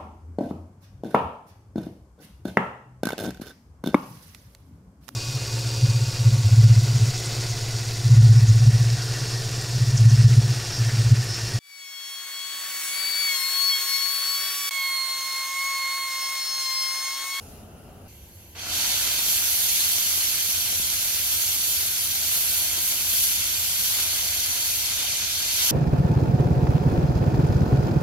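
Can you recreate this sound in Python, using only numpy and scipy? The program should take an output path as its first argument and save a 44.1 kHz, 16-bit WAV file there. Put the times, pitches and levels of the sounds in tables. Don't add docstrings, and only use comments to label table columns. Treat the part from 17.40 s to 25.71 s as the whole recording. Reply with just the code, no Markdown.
import sys
import numpy as np
from scipy import signal
from scipy.fft import rfft, irfft, next_fast_len
from scipy.io import wavfile
from scipy.ndimage import uniform_filter1d, map_coordinates

SR = 44100
rng = np.random.default_rng(int(sys.argv[2]) if len(sys.argv) > 2 else 0)


def int16_out(signal):
    q = np.round(np.clip(np.atleast_2d(signal).T, -1, 1) * 32767)
    wavfile.write(sys.argv[1], SR, q.astype(np.int16))


N = 366471

AT_BENCH_S = .677
# freq_hz, correlation
TORCH_ALIKE = [(400, 1), (800, 0.92), (1300, 0.48), (3000, 0.43), (7000, 0.26), (9500, 0.65), (13000, 0.07),
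               (15700, 0.9)]


def amp(db):
    return 10 ** (np.asarray(db) / 20)


def unit(x):
    return x / np.sqrt(np.mean(x ** 2) + 1e-20)


def along(points, hz):
    freqs, values = np.transpose(points)
    return np.interp(np.log(hz + 1), np.log(freqs + 1), values)


def clock():
    return np.arange(N) / SR


def curves(rows):
    times, *columns = np.transpose(rows)
    return [np.interp(clock(), times, column) for column in columns]


def ramp(start_s, length_s):
    return np.clip((clock() - start_s) / length_s, 0, 1)


def wobble(rate):
    return map_coordinates(rng.standard_normal(int(N * rate / SR) + 4), [np.arange(N) * rate / SR])


def filtered(x, response):
    size = next_fast_len(N + SR // 2)
    return irfft(rfft(x, size) * response(np.fft.rfftfreq(size, 1 / SR)), size)[..., :N]


def below(x, edge_hz, order):
    return filtered(x, lambda hz: 1 / (1 + (hz / edge_hz) ** order))


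def rush(spectrum, alike):
    def shape(hz):
        angle = np.arccos(np.clip(along(alike, hz), -1, 1)) / 2
        return amp(along(spectrum, hz)) * np.array([np.cos(angle), np.sin(angle)])
    mid, side = filtered(rng.standard_normal((2, N)), shape)
    return unit(np.array([mid + side, mid - side]))


def motors(drift_rad=0.31):
    # pitch_hz, level_db
    tones = [(39.4, -76), (58.4, -75), (84.5, -55), (94.4, -55.5), (119.9, -76), (175.1, -68),
             (186.9, -65.5), (345, -67.5), (433, -92)]
    hum = 0
    for hz, db in tones:
        gain = amp(db + wobble(1.89))
        hum += gain * np.sin(2 * np.pi * (hz * clock() + rng.random()) + drift_rad * wobble(1.94))
    return np.sqrt(2) * hum


def shop(floor_db=-46, bench_db=-49):
    # freq_hz, density_db
    floor_spectrum = [(20, -20), (50, 1.5), (105, -3), (150, -5), (235, -2.5), (330, -13.5), (400, -7.5),
                      (500, -11.5), (720, -9.5), (1020, -21.5), (1420, -17.5), (1800, -29.5), (4000, -52)]
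    # freq_hz, density_db
    bench_spectrum = [(20, -21), (48, -0.5), (75, 2.5), (100, -0.5), (135, -8), (200, -10.5), (300, -15),
                      (450, -17), (900, -22), (1500, -33.5), (3000, -49)]
    # freq_hz, correlation
    room_alike = [(60, 0.99), (200, 0.91), (640, 0.78), (1500, 0.12)]
    # time_s, gain_db
    drone_course = [(.5, -1.2), (2.7, -2.2), (3.5, .3), (4.2, -2), (6.1, 0.5), (8.3, 0.2)]
    # peak_s, rise_db, build_s, clear_s
    pierce = (1.38, 5.5, .08, .25)
    drone_db, = curves(drone_course)
    swell = amp(drone_db + bite(*pierce))
    bench = rush(bench_spectrum, room_alike)
    bench = (bench + (swell - 1) * below(bench, 140, order=4)) * amp(bench_db)
    floor = rush(floor_spectrum, room_alike) * amp(floor_db)
    at_bench = ramp(AT_BENCH_S, .004)
    return (1 - at_bench) * floor + at_bench * bench + swell * motors()


def lean_left(x):
    # freq_hz, left_minus_right_db
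    balance = [(60, -1), (200, 1), (500, 2), (1200, 2.5), (1600, 0)]
    return filtered(x, lambda hz: amp(along(balance, hz) * np.array([[.5], [-.5]])))


def off_clutter(x, echo_db=-14, decay_s=0.0063):
    t = np.arange(SR // 25) / SR
    echoes = rng.standard_normal((2, len(t))) * np.exp(-t / decay_s) * (t > .002)
    response = amp(echo_db) * echoes / np.linalg.norm(echoes[0])
    response[:, 0] = 1
    return signal.fftconvolve(x, response, axes=1)[:, :N]


def off_bench(x):
    # centre_hz, width_hz, left_db, right_db, phase_between_mics_rad
    reflections = [(1510, 130, 4.0, 1.0, -0.1), (1830, 130, -2.0, -3.6, 0.6), (2200, 100, 2.4, -1.4, 0.3),
                   (2740, 70, 1.6, -1.9, 0.7), (3490, 330, 2.4, 4.2, 1.1), (4390, 200, 0.2, 6.0, -1.8),
                   (4980, 190, -2.3, -3.7, -1.8), (5510, 150, 2.2, -2.5, 0.7), (5690, 140, -3.6, 2.8, 0.2),
                   (6450, 110, 0.7, 3.0, 0.3), (7300, 310, -5.6, 4.1, 0.1), (8020, 450, 0.8, -2.4, -0.6),
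                   (9800, 430, 4.5, 1.1, -0.5), (11630, 420, 3.6, 5.0, -0.1), (12750, 310, 0.1, 4.5, 0.8),
                   (14440, 730, -1.2, 3.8, 1.0), (15570, 160, -2.4, 1.8, 2.0)]
    centre, width, left_db, right_db, phase = np.transpose(reflections)

    def response(hz):
        bands = np.exp(-.5 * ((hz - centre[:, None]) / width[:, None]) ** 2)
        gain = amp(np.array([left_db, right_db]) @ bands)
        return gain * np.exp(phase @ bands * np.array([[-.5j], [.5j]]))
    return filtered(x, response)


def off_plate(x, depth):
    # centre_hz, width_hz, lift_db
    plate_bands = [(2420, 98, -4), (3160, 31, 8.5), (4640, 280, 3.5), (5900, 90, 4.5), (6700, 60, 0),
                   (10500, 290, 7), (12400, 150, 10), (14100, 200, 7)]
    centre, width, lift_db = np.transpose(plate_bands)

    def response(hz):
        bands = np.exp(-.5 * ((hz - centre[:, None]) / width[:, None]) ** 2)
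        return amp(depth * lift_db @ bands)
    return filtered(x, response)


def from_right(x, lead_s=6.2e-5):
    return filtered(x, lambda hz: np.exp(np.pi * hz * lead_s * np.array([[-1j], [1j]])))


def churned(x, patchy_db):
    spectra = signal.stft(x, nperseg=512)[2]
    patches = uniform_filter1d(rng.standard_normal(spectra.shape[1:]), size=5, axis=0)
    patches = uniform_filter1d(patches, size=7, axis=1)
    return signal.istft(spectra * amp(patchy_db * unit(patches)), nperseg=512)[1][:, :N]


def pops(push_s=0.0022, rise_s=0.00027):
    # start_s, gain_db
    pockets = [(3.399, -23), (5.38, -32)]
    pressure = 0
    for start_s, db in pockets:
        age = np.maximum(clock() - start_s, 0)
        pressure += amp(db) * (1 - age / push_s) * np.exp(-age / push_s) * (1 - np.exp(-age / rise_s))
    return pressure


def spatter(per_second=260, spread_db=3, life_s=0.00051):
    chance, size = rng.random(N), rng.exponential(size=N)
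    bursts = (chance < per_second / SR) * amp(spread_db * np.minimum(size, 2))
    envelope = signal.lfilter([1], [1, -np.exp(-1 / (life_s * SR))], bursts)
    return unit(envelope * rush([(800, -5.5), (3000, 3.5), (12000, 3), (16000, -23)], TORCH_ALIKE))


def flame(trim_db=7.9, trimmed_db=-57.6, on_steel_db=-51.5):
    # freq_hz, density_db
    free_spectrum = [(1000, -30), (1900, -4), (2300, -3), (2700, 4.5), (3600, -4.5), (7000, -3), (7850, -8),
                     (9700, 1), (12500, -2), (15700, -12)]
    # freq_hz, density_db
    steel_spectrum = [(700, -27), (1300, -13), (1950, -3.5), (2750, -1), (3600, -9), (5000, -7), (6500, -2),
                      (7500, -5), (9500, -8), (12000, -2), (15700, -15)]
    free = from_right(rush(free_spectrum, TORCH_ALIKE))
    body = below(free, 4200, order=6)
    excess_db = trim_db * (1 - ramp(start_s=0.12, length_s=.18))
    free = amp(trimmed_db) * ((free - body) * amp(excess_db) + body * amp(0.36 * excess_db))
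    on_steel = off_bench(from_right(rush(steel_spectrum, TORCH_ALIKE)))
    on_steel = unit(off_plate(on_steel, depth=0.83)) * amp(on_steel_db)
    at_bench = ramp(AT_BENCH_S, .004)
    return churned((1 - at_bench) * free + at_bench * on_steel, patchy_db=1.6)


def bite(peak_s, rise_db, build_s, clear_s):
    age = clock() - peak_s
    return rise_db * np.exp(-(np.minimum(age, 0) / build_s) ** 2 - np.maximum(age, 0) / clear_s)


def cut_levels(clear_roar_db=-44.5, hiss_lift_db=2, sizzle_lift_db=3):
    # time_s, flow_re_full_db
    lever = [(1.15, -24), (1.19, -13.5), (1.28, -7.5), (1.335, -3), (1.41, 0)]
    # time_s, hiss_db, sizzle_db
    cut_course = [(1.45, -28, -32), (1.8, -30, -30.8), (2.2, -29.5, -27), (2.55, -28.5, -28.5),
                  (3.2, -30.8, -30.5), (4.6, -31.5, -30), (5.6, -31.5, -30.5), (6, -30.5, -31.5),
                  (6.25, -31, -30.5), (6.75, -30.5, -31), (7.3, -30.5, -32), (7.85, -29.5, -36.5),
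                  (8.3, -29.5, -32)]
    # peak_s, half_height_width_s, sizzle_rise_db, hiss_rise_db
    flares = [(1.917, 0.089, 3, 2), (3.973, .22, 2.5, .5), (4.31, 0.14, 2.5, 1.24), (4.97, 0.18, 3.5, 1),
              (5.165, 0.13, 3.5, 0.2), (5.47, 0.081, 4, -0.5), (5.824, 0.19, 6.5, 2.5),
              (6.472, 0.21, 2.5, 1.3), (7.32, .16, 1.8, -0.03), (8.268, 0.17, 5.2, 3)]
    # peak_s, rise_db, build_s, clear_s
    bites = [(1.44, 7.5, .3, .55), (2.86, 1.1, .1, 0.36), (4.98, 1.9, 0.13, 0.44), (5.4, 1.54, .15, 0.24),
             (6.58, 4.6, 0.062, .25), (7.13, 2.5, 0.12, 0.067), (7.62, 4.3, 0.051, 0.26),
             (8.28, 6, 0.097, .1)]
    flow_db, = curves(lever)
    hiss_db, sizzle_db = curves(cut_course)
    for peak_s, width_s, sizzle_rise_db, hiss_rise_db in flares:
        flare = .5 ** ((2 * (clock() - peak_s) / width_s) ** 2)
        hiss_db += hiss_rise_db * flare
        sizzle_db += sizzle_rise_db * flare
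    roar_db = clear_roar_db + sum(bite(*row) for row in bites)
    return roar_db + .22 * flow_db, hiss_db + hiss_lift_db + flow_db, sizzle_db + sizzle_lift_db + 1.56 * flow_db


def jet(spatter_db=-14, roar_edge_hz=2100, sizzle_edge_hz=8500):
    # freq_hz, density_db
    jet_spectrum = [(100, -43), (300, -15.5), (440, -24.5), (680, -13), (830, -17.5), (970, -15.5),
                    (1170, -17.5), (2500, -4.5), (4000, -4.5), (6000, 0), (8000, -4), (11000, -2),
                    (13500, -5), (15700, -10.5)]
    # time_s, left_minus_right_db
    travel = [(1.2, -.5), (3.8, -.5), (5.5, 0), (8.3, 0.4)]
    gas = churned(rush(jet_spectrum, TORCH_ALIKE), patchy_db=1.39) + amp(spatter_db) * spatter()
    gas = off_bench(from_right(gas))
    through = .5 * ramp(start_s=1.3, length_s=.5)
    gas = (1 - through) * unit(off_plate(gas, depth=0.7)) + through * unit(gas)
    balance_db, = curves(travel)
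    gas *= amp(np.array([balance_db, -balance_db]) / 2)
    low = below(gas, roar_edge_hz, order=4)
    high = gas - below(gas, sizzle_edge_hz, order=6)
    roar_db, hiss_db, sizzle_db = cut_levels()
    flutter_db = 0.071 * wobble(24) + 0.51 * wobble(100)
    roar = unit(low) * amp(roar_db + 0.48 * wobble(35))
    hiss = unit(gas - low - high) * amp(hiss_db + flutter_db + 0.14 * wobble(40))
    sizzle = unit(high) * amp(sizzle_db + 0.69 * flutter_db + 0.17 * wobble(30))
    return (roar + hiss + sizzle) * ramp(start_s=1.146, length_s=0.009)


def scene():
    torch = off_clutter(flame() + jet())
    return lean_left(torch + shop() + pops())


def record(dry, top_hz=15780):
    return filtered(dry, lambda hz: hz < top_hz)


dry = scene()
out = record(dry)
int16_out(out)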